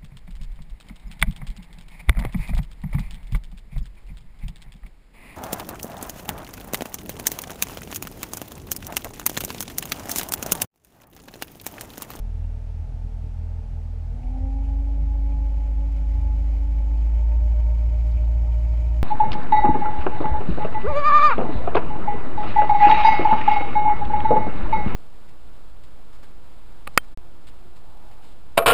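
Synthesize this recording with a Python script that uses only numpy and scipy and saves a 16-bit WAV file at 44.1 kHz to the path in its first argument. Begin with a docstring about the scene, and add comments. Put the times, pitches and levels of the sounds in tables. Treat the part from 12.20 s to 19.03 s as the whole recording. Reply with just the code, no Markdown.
"""A small outboard motor, heard from on board, ticks over and is then opened up in two steps, near 1.9 s and 4.6 s.
At tick-over the underwater exhaust drones, gulps and burbles while the engine hisses; the drone is summed sines.
As the throttle opens the drone stumbles, the gears' beating sines climb in whine and the cowl's noise clatters more.
As the boat gathers way, shaped noise and tiny rings make a fizzing wash, with splashes and flecks of spray."""
import sys
import numpy as np
from scipy import signal
from scipy.fft import rfft, irfft, next_fast_len
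from scipy.io import wavfile
from scipy.ndimage import uniform_filter1d, map_coordinates

SR = 44100
rng = np.random.default_rng(int(sys.argv[2]) if len(sys.argv) > 2 else 0)


def wav_record(signal):
    """Record a signal, one row per channel, as 16-bit PCM in the file named by sys.argv[1]."""
    frames = np.transpose(np.atleast_2d(signal))
    bounded = np.clip(frames, -1, 1)
    # unit amplitude maps onto the largest positive 16-bit level
    quanta = np.round(bounded * 32767).astype(np.int16)
    wavfile.write(sys.argv[1], SR, quanta)


N = 301203

CAVITY_HZ = 80  # the exhaust cavity's own note

# Resonances of exhaust cavity and hull, met by the climbing low tones. Each row: frequency in Hz, level in dB.
HULL_RESONANCES = [(40, -31.5), (46, -28), (51.5, -21), (55.7, -17), (57.5, -20), (61, -33.5), (78, -18.5),
                   (82, -21.5), (90, -28), (104, -43.5), (110.5, -42), (113, -27.5), (122, -30), (155, -32),
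                   (163, -31.5), (170, -34.5)]


def amp(db):
    """Decibels to gain."""
    return 10 ** (np.asarray(db) / 20)


def unit(x):
    """Scaled to rms 1."""
    return x / np.sqrt(np.mean(x ** 2) + 1e-20)


def wobble(knots_per_s):
    """A smooth random curve through normally distributed knots."""
    knots = rng.standard_normal(int(N * knots_per_s / SR) + 4)
    return map_coordinates(knots, [np.arange(N) * knots_per_s / SR])


def along(points, hz):
    """(Hz, value) points read on a log frequency axis."""
    f, v = np.transpose(points)
    return np.interp(np.log(hz), np.log(f), v)


def swells(rows):
    """Decibels over time: one smooth hump or dip a row of (s, half length s, dB)."""
    t = np.arange(N) / SR
    return sum(db * np.exp(-((t - s) / half_s) ** 2) for s, half_s, db in rows)


def filtered(x, response):
    """x times a response of frequency."""
    m = next_fast_len(N + SR // 2)
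    return irfft(rfft(x, m) * response(np.fft.rfftfreq(m, 1 / SR)), m)[:N]


def coloured(x, spectrum):
    """x shaped by (Hz, dB per Hz) points, at rms 1."""
    f, db = np.transpose(spectrum)

    def gain(hz):
        return amp(np.interp(np.log(hz + 1), np.log(f + 1), db, left=-120, right=-120))
    return unit(filtered(x, gain))


def puffs(phase, depth):
    """White noise that swells once a firing."""
    return rng.standard_normal(N) * (1 + depth * np.cos(phase))


def engine_rate():
    """Firings a second: the speed creeps upward and follows each twist of the throttle with a lag."""
    # Twists of the throttle. Each row: start in seconds, firings a second gained, engine's lag in seconds.
    throttle_twists = [(1.89, 10.43, .251), (4.636, 3.4, .288)]
    idle_hz, creep_hz_per_s = 40.06, .454
    twist_s = .18  # the hand takes a moment to turn the grip
    t = np.arange(N) / SR
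    gained_hz = sum(hz * (1 - np.exp(-np.maximum(t - s, 0) / lag_s)) for s, hz, lag_s in throttle_twists)
    return idle_hz + creep_hz_per_s * t + uniform_filter1d(gained_hz, int(twist_s * SR))


def exhaust(phase, rate, load, octave_level_db, unsteady_db):
    """Each firing sounds under water as a tone and its octave; bubbles unsettle the drone most at tick-over."""
    # The octave drops out briefly, mostly at tick-over. Each row: centre and half length in seconds, level in dB.
    dropouts = [(0, .08, -14), (.31, .03, -6), (.44, .07, -6), (.69, .045, -18), (.93, .08, -8.5),
                (1.14, .03, -6), (1.47, .04, -8), (2.03, .065, -3)]
    # The firing tone stumbles and catches as the throttle opens, then eases.
    # Each row: centre and half length in seconds, level in dB.
    stumbles = [(2.01, 0.031, -5), (2.08, 0.025, 5), (2.16, 0.083, -3), (3.45, .35, -0.95)]
    settle_db, settle_s = 4.5, .33  # the firing tone starts stronger and settles
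    settling = settle_db * np.exp(-np.arange(N) / SR / settle_s)
    slack = 1 - load

    tone_db = along(HULL_RESONANCES, rate) + settling + swells(stumbles)
    tone_db = tone_db + (.4 + unsteady_db * slack) * wobble(22)
    tone = amp(tone_db) * np.sin(phase + .03 * wobble(15))

    octave_db = along(HULL_RESONANCES, 2 * rate) + octave_level_db + swells(dropouts)
    octave_db = octave_db + (.5 + .7 * slack) * wobble(16)
    lag_rad = np.clip(.7 * (2 * rate - CAVITY_HZ), 0, 4.4)  # grows as the octave crosses the cavity's note
    octave = amp(octave_db) * np.sin(2 * phase - lag_rad + (.06 + .18 * slack) * wobble(12))
    return -np.sqrt(2) * (tone + octave)


def boom(phase, rate, load, low_db, high_db, flutter_db, ragged_db):
    """The cavity booms at 1.5 times the firing rate; the octave of that is more ragged and trails under load."""
    # The exhaust cavity booms or falls quiet. 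Each row: centre and half length in seconds, level in dB.
    boom_swells = [(2.53, .13, 8), (2.89, .12, 7), (3.78, .08, -7), (3.97, .09, 9), (4.17, .13, 9.5),
                   (4.48, .08, 5)]
    # The drone's third harmonic throbs. Each row: centre and half length in seconds, level in dB.
    throbs = [(2.82, .05, 11), (3.14, .045, 8.5), (3.63, .06, 6), (3.83, .05, 11), (4.15, .15, 4.5)]
    low_db = along(HULL_RESONANCES, 1.5 * rate) + low_db + swells(boom_swells) + flutter_db * wobble(12)
    low = amp(low_db) * np.sin(1.5 * phase + .3 * wobble(6.8))

    high_db = along(HULL_RESONANCES, 3 * rate) + high_db + 2.5 * (1 - load) + swells(throbs)
    high_db = high_db + ragged_db * wobble(14)
    lag_rad = 1.2 + 4 * load
    high = amp(high_db) * np.sin(3 * phase - lag_rad + .3 * wobble(12))
    return -np.sqrt(2) * (low + high)


def barks():
    """A surge of gas rings the exhaust cavity at its own note."""
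    # Surges, mostly as the throttle opens. Each row: centre and half length in seconds, level in dB.
    surges = [(2.1, .04, -33), (2.235, .04, -25.5), (5.96, .05, -30)]
    t = np.arange(N) / SR
    size = sum(amp(db) * np.exp(-((t - s) / half_s) ** 2) for s, half_s, db in surges)
    return np.sqrt(2) * size * np.sin(2 * np.pi * CAVITY_HZ * t + .2 * wobble(12))


def overtones(phase, load, level_db, flutter_db):
    """Firings that differ in a pattern of four, and moving parts, add a lope and faint lines around the drone."""
    # Weaker tones. Each row: multiple of the firing rate, level in dB at tick-over, level in dB under way.
    faint_tones = [(.25, -53, -55), (.5, -60, -45), (.75, -51, -43), (1.25, -52, -43), (1.75, -66, -50),
                   (2.25, -60, -56), (2.75, -60, -56), (4, -65, -69), (5, -76, -69), (6, -69, -78),
                   (7, -78, -73), (10, -80, -65), (11, -78, -71), (11.7, -78, -65), (12, -78, -67),
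                   (14.5, -82, -67)]
    lines = np.zeros(N)
    for multiple, slow_db, fast_db in faint_tones:
        line_db = slow_db + load * (fast_db - slow_db) + flutter_db * wobble(7.6)
        start_rad = rng.uniform(0, 2 * np.pi)
        lines += amp(line_db) * np.cos(multiple * phase + start_rad + .55 * wobble(4.8))
    return np.sqrt(2) * amp(level_db) * lines


def burble(phase, load, pull, way, idle_db, running_db, pull_db, way_db):
    """Exhaust bubbles up stroke by stroke; it flares as the engine pulls and is left astern with way."""
    # Larger gulps of gas at tick-over. Each row: centre and half length in seconds, level in dB.
    gulps = [(.18, .02, 5), (.62, .06, 3), (.86, .025, 7), (1.06, .04, 7), (1.53, .02, 5), (2.015, .02, 5)]
    # Burble at tick-over. Each row: frequency in Hz, level in dB per Hz.
    idle_spectrum = [(10, -32.5), (28, -10.5), (45, -1.5), (58, 0), (69, -5.5), (80, -3.5), (98, -11),
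                     (135, -7), (158, -10), (178, -22.5), (205, -20), (245, -14.5), (290, -23.5),
                     (350, -29), (500, -60)]
    # Burble under way. Each row: frequency in Hz, level in dB per Hz.
    running_spectrum = [(10, -28), (28, -12), (45, -2), (62, -3.5), (70, -3.5), (79, 1.5), (88, -6),
                        (102, -14.5), (125, -16.5), (150, -13), (182, -24), (240, -18.5), (275, -18.5),
                        (350, -31.5), (500, -61)]
    idle = amp(idle_db + swells(gulps)) * coloured(puffs(phase, depth=.8), idle_spectrum)
    running = amp(running_db) * coloured(puffs(phase, depth=.6), running_spectrum)
    mix = np.sqrt(1 - load) * idle + np.sqrt(load) * running
    return amp(pull_db * pull + way_db * way) * mix


def gears(phase, rate, pull, level_db, pull_db, flutter_db, jitter_rad):
    """Meshing teeth whine, loudest at resonances of the case; shaft play makes the high tones tremble most."""
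    # Gear tones, the two close ones beating. Each row: multiple of the firing rate, relative level in dB.
    gear_orders = [(5.42, 0), (10.71, 1), (10.85, 1), (16.26, .5), (17.26, -11)]
    # Resonances of the gear case. Each row: frequency in Hz, level in dB.
    case_resonances = [(218, -55.5), (262, -42.5), (275, -41), (283, -47), (305, -54), (435, -66),
                       (500, -70), (530, -59.5), (550, -65), (566, -60.5), (585, -66), (603, -53),
                       (620, -55), (660, -72.5), (750, -58), (810, -53.5), (850, -55), (895, -55.5),
                       (930, -62.5)]
    # The highest tones swell and sag. Each row: centre and half length in seconds, level in dB.
    whine_swells = [(2.1, .05, 2), (2.45, .1, 2), (2.7, .16, -2.5), (3.65, .2, -2), (4.0, .08, 3),
                    (4.38, .09, -6)]
    # The lowest tone swells and sags. Each row: centre and half length in seconds, level in dB.
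    hum_swells = [(1.87, .1, -3), (2.25, .1, 1.5), (2.52, .1, -1.5), (3.42, .12, -3.5), (4.45, .25, 2)]
    shaft = phase + jitter_rad * wobble(18)
    tones = np.zeros(N)
    for multiple, db in gear_orders:
        tone_db = along(case_resonances, multiple * rate) + db + flutter_db * wobble(25)
        if multiple > 16:
            tone_db = tone_db + swells(whine_swells) + 2 * wobble(20)
        if multiple < 6:
            tone_db = tone_db + swells(hum_swells)
        tones += amp(tone_db) * np.cos(multiple * shaft)
    return np.sqrt(2) * amp(level_db + pull_db * pull + .72 * wobble(7)) * tones


def clatter(phase, load, pull, idle_db, load_db, pull_db):
    """Engine noise under the cowl grows with load and flares while the engine pulls up to speed."""
    # Noise through the cowl. Each row: frequency in Hz, level in dB per Hz.
    cowl_spectrum = [(200, -37), (300, -8.5), (370, -5.5), (450, 0.5), (490, -3.5), (540, 1.5), (620, 2),
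                     (700, -2), (830, 3.5), (925, -0.5), (975, -22), (1200, -35)]
    effort_db = idle_db + load_db * load + pull_db * pull
    return amp(effort_db + .65 * wobble(16)) * coloured(puffs(phase, depth=.046), cowl_spectrum)


def boat_way(load):
    """The boat's speed, 0 to 1, trails the engine's load."""
    lag_s = 3.44  # far slower than the engine
    step = 1 / (lag_s * SR)
    return signal.lfilter([step], [1, step - 1], load)


def bubbles(per_second, pitch_hz, cycles, spread_db):
    """A cloud of tiny bursting bubbles, each a short ring that decays over a number of cycles."""
    count = int(per_second * N / SR)
    t = np.arange(512) / SR
    hz = np.clip(pitch_hz * np.exp(.557 * rng.standard_normal((count, 1))), 900, 13000)
    size = amp(spread_db * np.minimum(rng.exponential(size=(count, 1)), 4))
    rings = size * np.sin(2 * np.pi * hz * t) * np.exp(-hz * t / cycles)
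    at = rng.integers(0, N, (count, 1)) + np.arange(len(t))
    return unit(np.bincount(at.ravel(), rings.ravel(), N)[:N])


def wash(phase, load, way, base_db, load_db, way_db, fizz_db):
    """The hiss of the running engine gives way to churned, fizzing water."""
    # Engine hiss. Each row: frequency in Hz, level in dB per Hz.
    hiss_spectrum = [(560, -23), (950, -11), (983, -3.5), (1420, -5.5), (1890, -8.5), (2470, -8.5),
                     (3100, -13), (5440, -17), (8730, -22.5), (10400, -25.5), (14000, -32.5)]
    # Churned water. Each row: frequency in Hz, level in dB per Hz.
    water_spectrum = [(600, -41), (950, -7.5), (1350, -9.5), (1700, -13), (2270, -7), (2530, -8.5),
                      (2700, -20), (2980, -10.5), (3400, -20), (4600, -19), (5500, -20), (6200, -25),
                      (6800, -17), (7600, -26.5), (9300, -27.5), (10100, -31.5), (10900, -28.5),
                      (12100, -30), (13500, -55)]
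    # The wake churns up or eases. Each row: centre and half length in seconds, level in dB.
    churns = [(3.0, .34, -.5), (3.9, .37, 0.7), (5.9, .1, 1.3), (6.5, 0.37, 0.5)]
    machine = coloured(puffs(phase, depth=.025), hiss_spectrum)
    fizz = bubbles(per_second=900, pitch_hz=5500, cycles=3.7, spread_db=1.5)
    foam = rng.standard_normal(N) + amp(fizz_db) * fizz
    drops = amp(-19) * bubbles(per_second=110, pitch_hz=2600, cycles=6, spread_db=2)
    water = coloured((foam + drops) * amp(.62 * wobble(16) + .9 * wobble(90)), water_spectrum)
    mix = amp(3.0) * np.sqrt(1 - load) * machine + amp(2.0) * np.sqrt(load) * water
    return amp(base_db + load_db * load + way_db * way + swells(churns)) * mix


def splashes(spray):
    """Each larger drop rings briefly, rising in pitch, in a soft puff of spray."""
    # Drips and slaps in the wake.
    # Each row: start in seconds, level in dB at the crest, starting pitch in Hz, 60 dB decay in seconds.
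    drips = [(.234, -65.5, 2550, .12), (2.029, -61, 2400, .04), (2.069, -62, 2200, .05),
             (2.44, -61, 2550, .09), (3.117, -61, 2350, .05), (3.915, -62, 2200, .05),
             (4.121, -62, 1200, .04), (4.542, -62, 2300, .04), (4.577, -58, 2150, .07),
             (5.115, -60, 2200, .06), (5.396, -60, 2200, .06), (5.805, -58, 2300, .07),
             (5.912, -63.5, 4400, .08), (5.965, -55.5, 2300, .12), (6.045, -63, 4000, .05),
             (6.271, -58, 1200, .05), (6.315, -62.5, 3000, .07), (6.448, -58, 2200, .05)]
    out, t = np.zeros(N + SR), np.arange(SR // 10) / SR
    for s, db, hz, t60_s in drips:
        band = signal.butter(2, [hz * .85, hz * 1.18], "band", fs=SR, output="sos")
        mist = unit(signal.sosfilt(band, rng.standard_normal(len(t))))
        drop = unit(np.sin(2 * np.pi * hz * t * (1 + 2 * t)) + spray * mist)
        shape = amp(-60 * t / t60_s) * (1 - np.exp(-t / .004))
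        out[round(s * SR):][:len(t)] += amp(db) * shape / shape.max() * drop
    return out[:N]


def flecks(t60_s):
    """Each fleck of spray lands with one short, bright, dry tick of noise."""
    # Flecks of spray. Each row: start in seconds, level in dB at the crest.
    ticks = [(3.72, -63), (4.013, -60.5), (4.588, -62), (5.238, -60), (5.806, -61), (5.872, -60.5),
             (5.908, -59), (6.277, -62)]
    t = np.arange(N) / SR
    size = sum(amp(db - 60 * np.abs(t - s) / t60_s) * (t >= s) for s, db in ticks)
    bright = [(2000, -15), (3600, 0), (7000, -4), (12000, -12), (13500, -35)]  # Hz, dB per Hz
    return size * coloured(rng.standard_normal(N), bright)


def scene():
    """One engine speed drives every part of the motor; the wash follows load and the boat's speed."""
    rate = engine_rate()
    phase = 2 * np.pi * np.cumsum(rate) / SR
    # the drone falls behind as it climbs into the hull's resonance
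    hull_band_hz, hull_lag_cycles = (44.5, 49), .85
    hull_phase = phase - 2 * np.pi * np.interp(rate, hull_band_hz, [0, hull_lag_cycles])
    load = np.clip((rate - 41) / 14, 0, 1)  # 0 at tick-over, 1 under way
    acceleration = np.gradient(rate)
    pull = acceleration / acceleration.max()  # 1 at the hardest acceleration
    way = boat_way(load)

    drone = exhaust(hull_phase, rate, load, octave_level_db=-9.5, unsteady_db=1.0)
    drone += boom(hull_phase, rate, load, low_db=-21.0, high_db=-19.0, flutter_db=-.5, ragged_db=2)
    drone += barks()
    drone += overtones(phase, load, level_db=0, flutter_db=2.0)
    gas = burble(hull_phase, load, pull, way, idle_db=-43.3, running_db=-38.3, pull_db=3, way_db=-2)
    whine = gears(phase, rate, pull, level_db=-.3, pull_db=1, flutter_db=.7, jitter_rad=.014)
    cowl = clatter(phase, load, pull, idle_db=-57.0, load_db=3.0, pull_db=2.0)
    water = wash(phase, load, way, base_db=-66.5, load_db=2.5, way_db=6, fizz_db=-13.0)
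    water += splashes(spray=.99) + flecks(t60_s=.024)
    return (drone + gas + whine + cowl + water)[None]


def record(dry):
    """Removes everything above the band limit."""
    top_hz = 15000
    return filtered(dry[0], lambda hz: hz < top_hz)[None]


dry = scene()
out = record(dry)
wav_record(out)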